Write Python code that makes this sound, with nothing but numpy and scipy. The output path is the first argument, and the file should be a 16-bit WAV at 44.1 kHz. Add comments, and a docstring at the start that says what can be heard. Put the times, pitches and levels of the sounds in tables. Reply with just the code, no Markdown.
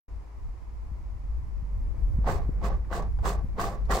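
"""A low, wavering rumble and soft bumps from a hand-held camera in a quiet room come first.
Then a hand flicks the ring of a worn clutch release bearing six times in its cardboard box.
Each flick grinds the balls over the pitted race: a coarse rattle with a few hard knocks in the
housing, and a dry hiss of grit in the steel that dies sooner as the ring coasts.
Between flicks the loose ring ticks faintly."""
import sys
import numpy as np
from scipy import signal
from scipy.fft import rfft, irfft, next_fast_len
from scipy.io import wavfile
from scipy.ndimage import uniform_filter1d, map_coordinates

SR = 44100
rng = np.random.default_rng(int(sys.argv[2]) if len(sys.argv) > 2 else 0)


def transcribe(u):
    """Save the signal u as a 16-bit wav file named by the first command-line argument.

    u: samples, shape (n,) or (channels, n), limited to [-1, 1]; the rate is SR.
    q: integer samples, one column per channel.
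    """
    v = np.clip(np.atleast_2d(u).T, -1, 1)
    q = np.round(v * 32767).astype(np.int16)
    wavfile.write(sys.argv[1], SR, q)


N = 176400

# Flicks of the ring: start_s, rattle_db, bite_db, hiss_db, rise_db_per_s, driven_s,
# rattle_fall_db_per_s, hiss_fall_db_per_s, hiss_stop_after_s
RING_FLICKS = [(2.273, -27.5, -44, -47, 734, 0.024, 134.5, 152, .11),
               (2.632, -33.5, -42, -49, 887, 0.029, 90, 270, 0.055),
               (2.918, -34.5, -35.5, -49.5, 903, 0.073, 157, 217, 0.086),
               (3.246, -33.5, -31, -41.5, 887, 0.06, 139, 271, .11),
               (3.587, -32, -33, -43.5, 1005, 0.068, 105, 176, .17),
               (3.899, -31, -27, -38, 1492, 0.082, 133, 144, 0.17)]
# A ball drops into a deep pit: start_s, level_db, pitch_hz
PIT_KNOCKS = [(2.245, -33, 830), (2.269, -26.5, 830), (2.276, -20.5, 820), (2.290, -22.5, 1060),
              (2.423, -50, 533), (2.617, -35.5, 810), (2.914, -28, 544), (2.928, -21.5, 1475),
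              (2.979, -27.5, 630), (3.247, -28, 487), (3.259, -24.5, 1170), (3.583, -27, 484),
              (3.595, -18, 1080), (3.607, -32.5, 1130), (3.641, -22.5, 1150), (3.913, -21.5, 1870),
              (3.954, -17.5, 710), (3.975, -20, 790)]
# Small ticks of the loose ring: start_s, level_db, pitch_hz
RING_TICKS = [(2.848, -58.5, 1390), (3.022, -57, 5600), (3.188, -42.5, 750), (3.853, -62, 4600)]
# Resonances of the housing in its box: pitch_hz, width_hz, lift_db
HOUSING_MODES = [(340, 27, 5.5), (405, 79, 5), (527, 22, 5), (694, 18, 6.5), (795.6, 18, 6), (940, 22, 1.5),
                 (1054.5, 84, 4), (1123, 81, 5), (1330, 23, 3), (1544, 14, 8), (1730, 13, 6),
                 (1912, 140, -1.5)]
# Resonances of the steel ring: pitch_hz, width_hz, lift_db
STEEL_MODES = [(2560, 220, 3.5), (2885, 40, 4), (3667, 40, 5), (4270, 160, 4), (4930, 220, 5),
               (6261, 35, 5), (7650, 400, 3)]
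# Dark tone of the coasting rattle: frequency_hz, level_db
RATTLE_TONE = [(60, -12.5), (170, 9.5), (275, -6.5), (400, -1.5), (800, -1.5), (960, -5.5), (1150, -4),
               (1350, -13), (1900, -16), (2200, -19.5), (3000, -28.5), (6000, -31), (15000, -94)]
# Midrange bite of balls under the finger and of the knocks: frequency_hz, level_db
BITE_TONE = [(300, -5), (800, 0.5), (1180, 2), (1400, 0), (1950, -4.5), (2200, -24), (3000, -13),
             (8000, -32)]
# Bright tone of the grit: frequency_hz, level_db
HISS_TONE = [(800, -49), (2200, 1), (4000, -2), (6000, -0.5), (7500, 0.5), (8800, -1), (9400, -9),
             (11500, -9.5), (13500, -6), (15500, -8.5)]
# Decay of the room's tail: frequency_hz, t60_s
ROOM_DECAY = [(200, 0.35), (1500, 0.057), (10000, 0.064)]
# Stereo image of the bearing (1 is mono): frequency_hz, left_right_likeness
BEARING_LIKENESS = [(200, 1), (400, 1), (850, 0.91), (980, 0.12), (1130, 0.79), (1450, -0.26),
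                    (1750, -0.069), (2200, -0.064), (4300, 0.41), (8500, -0.23)]
# Where each band of the bearing leans: frequency_hz, left_minus_right_db
BEARING_PAN = [(180, 0.5), (320, 0), (600, -2), (950, 0.5), (1150, -4.5), (1400, -6), (1950, -14.5),
               (2600, 1), (3300, 2.5), (5000, 6.5), (6500, -4.5), (8500, -6.5), (10500, 3.5), (13000, 1),
               (15500, -11)]
# Fader ride shared by the camera's rumble and hum: time_s, gain_db
RUMBLE_RIDE = [(0.0, -72), (0.14, -41), (0.32, -52.5), (0.46, -35.5), (0.58, -46), (1.39, -36.5),
               (1.41, -41), (1.9, -33), (1.94, -40.5), (2.03, -29.5), (2.65, -35), (2.75, -30.5),
               (2.85, -40.5), (3.17, -31.5), (3.75, -38.5), (3.79, -35.5), (3.95, -32), (4.0, -52)]
# Deep tone of the rumble: frequency_hz, level_db
RUMBLE_TONE = [(12, -11), (25, -8), (35, -6.5), (45, 2.5), (53, 2.5), (66, -11.5), (90, -12), (125, -25.5),
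               (200, -33), (320, -40.5), (700, -77)]
# Fader ride of the hand shifting on the camera: time_s, gain_db
RUB_RIDE = [(0.2, -78), (1.2, -74.5), (1.9, -50.5), (2.1, -49), (2.5, -43.5), (2.85, -52), (3.2, -54),
            (3.5, -48), (4.0, -48)]
# Muffled tone of that rub: frequency_hz, level_db
RUB_TONE = [(50, -57), (110, -3.5), (190, -4.5), (300, -18), (450, -14), (1000, -29.5), (2500, -38.5)]
# Soft pushes on the camera: time_s, level_db, half_width_s
CAMERA_BUMPS = [(0.918, -28.5, 0.0021), (1.627, -27, 0.0023), (2.188, -16.5, .0018),
                (2.493, -20.5, 0.00099), (3.446, -22, 0.0019)]
# Air of the quiet room: frequency_hz, level_db
AIR_TONE = [(100, -8), (300, -3), (450, -6), (650, -8), (1020, -5), (1500, -18), (2100, -17), (3200, -29.5),
            (3900, -30), (4800, -27), (7500, -32), (9300, -39), (9900, -38.5), (10400, -32), (11200, -40),
            (15500, -42)]

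PITS_PER_S, PIT_SPREAD_DB, GRIT_PER_S, GRIT_SPREAD_DB = 2800, 5, 6500, 5
JUDDER_PER_S, PIT_JUDDER_DB, GRIT_JUDDER_DB = 150, -0.72, 1.23  # the ring catches and runs free
BITE_LAG_S, BITE_HOLD_S, BITE_FALL_DB_PER_S = 0.011, 0.0051, 246  # the finger throws the ring
HISS_LAG_S, HISS_HOLD_S, HISS_STOP_DB_PER_S = 0.015, 0.0085, 1202  # grit goes quiet as the ring slows
HALT_AFTER_S, HALT_DB_PER_S = 0.054, 222  # the rattle outlasts the hiss, then the ring halts
GRIP_DETUNE, GRIP_SPREAD_DB = 0.02, 2
KNOCK_WIDTH_HZ, KNOCK_LIFT_DB = 400, 18
KNOCK_SIDEWAYS = 0.32  # share of a knock that rocks the housing sideways
TICK_T60_S, ROOM_DB, AIR_DB = 0.063, -18.5, -57
RUMBLE_DB, CAMERA_PAN_DB = 5.5, 1.5
HUM_HZ, HUM_WANDER_HZ, HUM_DB = 53.8, 3.115, -1
RUB_TOP_HZ, RUB_FLUTTER_DB = 2500, 1.8
BUMP_HZ, BUMP_T60_S, BUMP_RING = 49.8, 0.11, 0.72
FADE_START_S, FADE_S, TOP_HZ = 0.08, 0.005, 15870


def bearing():
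    """Balls rattle over pits and ring the housing, brightest under the finger; grit hisses in steel."""
    judder = wobble(JUDDER_PER_S)
    coasting = amp(PIT_JUDDER_DB * judder) * contacts(PITS_PER_S, PIT_SPREAD_DB)
    pressed = amp(PIT_JUDDER_DB * judder) * contacts(PITS_PER_S, PIT_SPREAD_DB)
    grit = amp(GRIT_JUDDER_DB * judder) * contacts(GRIT_PER_S, GRIT_SPREAD_DB)
    rattle, out = np.zeros(N), np.zeros((2, N))
    for start, rattle_db, bite_db, hiss_db, rise, driven, fall, hiss_fall, hiss_stop in RING_FLICKS:
        ring_gate = stroke(start, 0, hiss_stop + HALT_AFTER_S, HALT_DB_PER_S)
        hiss_gate = stroke(start, 0, hiss_stop, HISS_STOP_DB_PER_S)
        rattle += amp(rattle_db) * ring_gate * stroke(start, rise, driven, fall)
        bite = amp(bite_db) * stroke(start + BITE_LAG_S, rise, BITE_HOLD_S, BITE_FALL_DB_PER_S)
        hiss_hold = (driven + HISS_HOLD_S) / 2
        hiss = amp(hiss_db) * hiss_gate * stroke(start + HISS_LAG_S, rise, hiss_hold, hiss_fall)
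        out += resonate(bite * pressed, body(BITE_TONE, gripped(HOUSING_MODES)))
        out += resonate(hiss * grit, body(HISS_TONE, gripped(STEEL_MODES)))
    return out + resonate(rattle * coasting, body(RATTLE_TONE, HOUSING_MODES))


def contacts(per_s, spread_db):
    """Two trains of tiny impacts, random in time and size, at rms 1."""
    hit = rng.random((2, N)) < per_s / SR
    size = amp(spread_db * np.clip(rng.standard_normal((2, N)), -2, 2))
    return unit(hit * size * np.sign(rng.standard_normal((2, N))))


def stroke(start_s, rise_db_per_s, hold_s, fall_db_per_s):
    """Envelope of a flick: spin up to full level at start_s, hold, coast down."""
    t = np.arange(N) / SR - start_s
    return amp(rise_db_per_s * np.minimum(t, 0) - fall_db_per_s * np.maximum(t - hold_s, 0))


def gripped(modes):
    """Each new grip and position of the ring shifts the pitch and strength of the resonances."""
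    chance = rng.standard_normal((len(modes), 2))
    return [(pitch * (1 + GRIP_DETUNE * detune), width, lift + GRIP_SPREAD_DB * boost)
            for (pitch, width, lift), (detune, boost) in zip(modes, chance)]


def knocks():
    """Balls drop into deep pits: hard knocks, each ringing one band of the housing."""
    out, length = np.zeros((2, N + SR)), 4096
    hz = np.fft.rfftfreq(length, 1 / SR)
    for start, db, pitch in PIT_KNOCKS:
        for channel, share in enumerate([1, KNOCK_SIDEWAYS]):  # mid, then side
            modes = gripped(HOUSING_MODES) + [(pitch, KNOCK_WIDTH_HZ, KNOCK_LIFT_DB)]
            knock = irfft(body(BITE_TONE, modes)(hz))
            out[channel, round(start * SR):][:length] += share * amp(db) * knock / np.abs(knock).max()
    return out[:, :N]


def ticks():
    """The ring settles in its play: tiny noise bursts, 12 dB down an octave either side of the pitch."""
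    out = np.zeros((2, N))
    for start, db, pitch in RING_TICKS:
        t = np.arange(N) / SR - start
        burst = amp(db - 60 * np.abs(t) / TICK_T60_S) * (t > 0) * rng.standard_normal((2, N))
        out += resonate(burst, lambda hz: 1 / (1 + np.log2((hz + 1) / pitch) ** 2) ** 2)
    return out


def camera_rumble():
    """The held camera rumbles, with a wavering low hum riding on top."""
    rumble = noise(RUMBLE_TONE, likeness=0.55)
    power = uniform_filter1d(np.mean(rumble ** 2, axis=0), size=3000)
    rumble = rumble / np.sqrt(np.abs(power))  # evened out, so the ride shapes the swells
    hum_hz = HUM_HZ + HUM_WANDER_HZ * wobble(per_s=7.1)
    hum = np.sqrt(2) * np.sin(2 * np.pi * np.cumsum(hum_hz) / SR)
    return amp(curve(RUMBLE_RIDE)) * (amp(RUMBLE_DB) * rumble + amp(HUM_DB) * hum)


def finger_rub():
    """Fingers shift on the camera with a muffled, fluttering rub."""
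    rub = filtered(noise(RUB_TONE, likeness=0.1), lambda hz: hz < RUB_TOP_HZ)
    return amp(curve(RUB_RIDE) + RUB_FLUTTER_DB * wobble(per_s=22)) * rub


def camera_bumps():
    """Each soft push thumps the camera and leaves a short, low swing."""
    out = np.zeros(N)
    for time, db, half_width in CAMERA_BUMPS:
        t = np.arange(N) / SR - time
        after = np.maximum(t, 0)
        push = np.exp(-(t / half_width) ** 2)
        swing = np.sin(2 * np.pi * BUMP_HZ * after) * amp(-60 * after / BUMP_T60_S)
        out += amp(db) * (push - BUMP_RING * swing)
    return out


def room_tail(x):
    """The room answers with a short tail whose lows hang on longest."""
    hz, t, bands = signal.stft(rng.standard_normal((2, SR // 2)), SR, nperseg=256)
    decay = amp(-60 * t / along(ROOM_DECAY, hz)[:, None])
    tail = signal.istft(bands * decay, SR, nperseg=256)[1]
    return signal.fftconvolve(x, tail / np.linalg.norm(tail[0]), axes=1)[:, :N]


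def room_air():
    """A faint, wide, steady bed of room tone."""
    return amp(AIR_DB) * noise(AIR_TONE, likeness=0.12)


def amp(db):
    """Decibels to gain."""
    return 10 ** (np.asarray(db) / 20)


def unit(x):
    """Scale to rms 1."""
    return x / np.sqrt(np.mean(x ** 2) + 1e-20)


def along(points, hz):
    """Read (frequency_hz, value) points on a log axis."""
    frequencies, values = np.transpose(points)
    return np.interp(np.log(hz + 1), np.log(frequencies + 1), values)


def curve(points):
    """Read (time_s, value) points at every sample."""
    return np.interp(np.arange(N) / SR, *np.transpose(points))


def wobble(per_s):
    """A smooth drift through per_s random points a second."""
    return map_coordinates(rng.standard_normal(4096), [np.arange(N) * per_s / SR], mode="wrap")


def pan(db):
    """Left and right gains for a level difference."""
    return amp(np.array([[.5], [-.5]]) * db)


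def filtered(x, response):
    """EQ x with a response given as a function of frequency."""
    size = next_fast_len(N + SR // 2)
    return irfft(rfft(x, size) * response(np.fft.rfftfreq(size, 1 / SR)), size)[..., :N]


def body(tone, modes):
    """Response of a solid body: a broad tone with resonances on it."""
    def response(hz):
        peaks_db = sum(lift / (1 + (2 * (hz - pitch) / width) ** 2) for pitch, width, lift in modes)
        cepstrum = irfft(np.log(amp(along(tone, hz) + peaks_db)))
        # Minimum phase: the body rings only after it is struck.
        cepstrum[1:len(cepstrum) // 2] *= 2
        cepstrum[len(cepstrum) // 2 + 1:] = 0
        return np.exp(rfft(cepstrum))
    return response


def resonate(force, response):
    """Play a force through a body, keeping its power."""
    return unit(filtered(force, response)) * np.sqrt(np.mean(force ** 2))


def stereo(pair, likeness):
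    """Blend two unrelated signals, as mid and side, to a given left-right likeness."""
    def weights(hz):
        angle = np.arccos(np.clip(along(likeness, hz), -1, 1)) / 2
        return np.array([np.cos(angle), np.sin(angle)])
    mid, side = filtered(pair, weights)
    return np.array([mid + side, mid - side])


def noise(tone, likeness):
    """Coloured stereo noise at rms 1."""
    pair = filtered(rng.standard_normal((2, N)), lambda hz: amp(along(tone, hz)))
    return unit(stereo(pair, [(100, likeness)]))


def scene():
    """The bearing up front, spread and panned band by band, over camera handling and room tone."""
    metal = bearing() + knocks() + ticks()
    metal = stereo(metal + amp(ROOM_DB) * room_tail(metal), BEARING_LIKENESS)
    metal = filtered(metal, lambda hz: pan(along(BEARING_PAN, hz)))
    handling = (camera_rumble() + finger_rub() + camera_bumps()) * pan(CAMERA_PAN_DB)
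    return metal + handling + room_air()


def record(dry):
    """The sound snaps open after a moment of near silence, with the very top cut away."""
    fade_in = np.clip((np.arange(N) / SR - FADE_START_S) / FADE_S, .003, 1)
    return filtered(dry * fade_in, lambda hz: hz < TOP_HZ)


dry = scene()
out = record(dry)
transcribe(out)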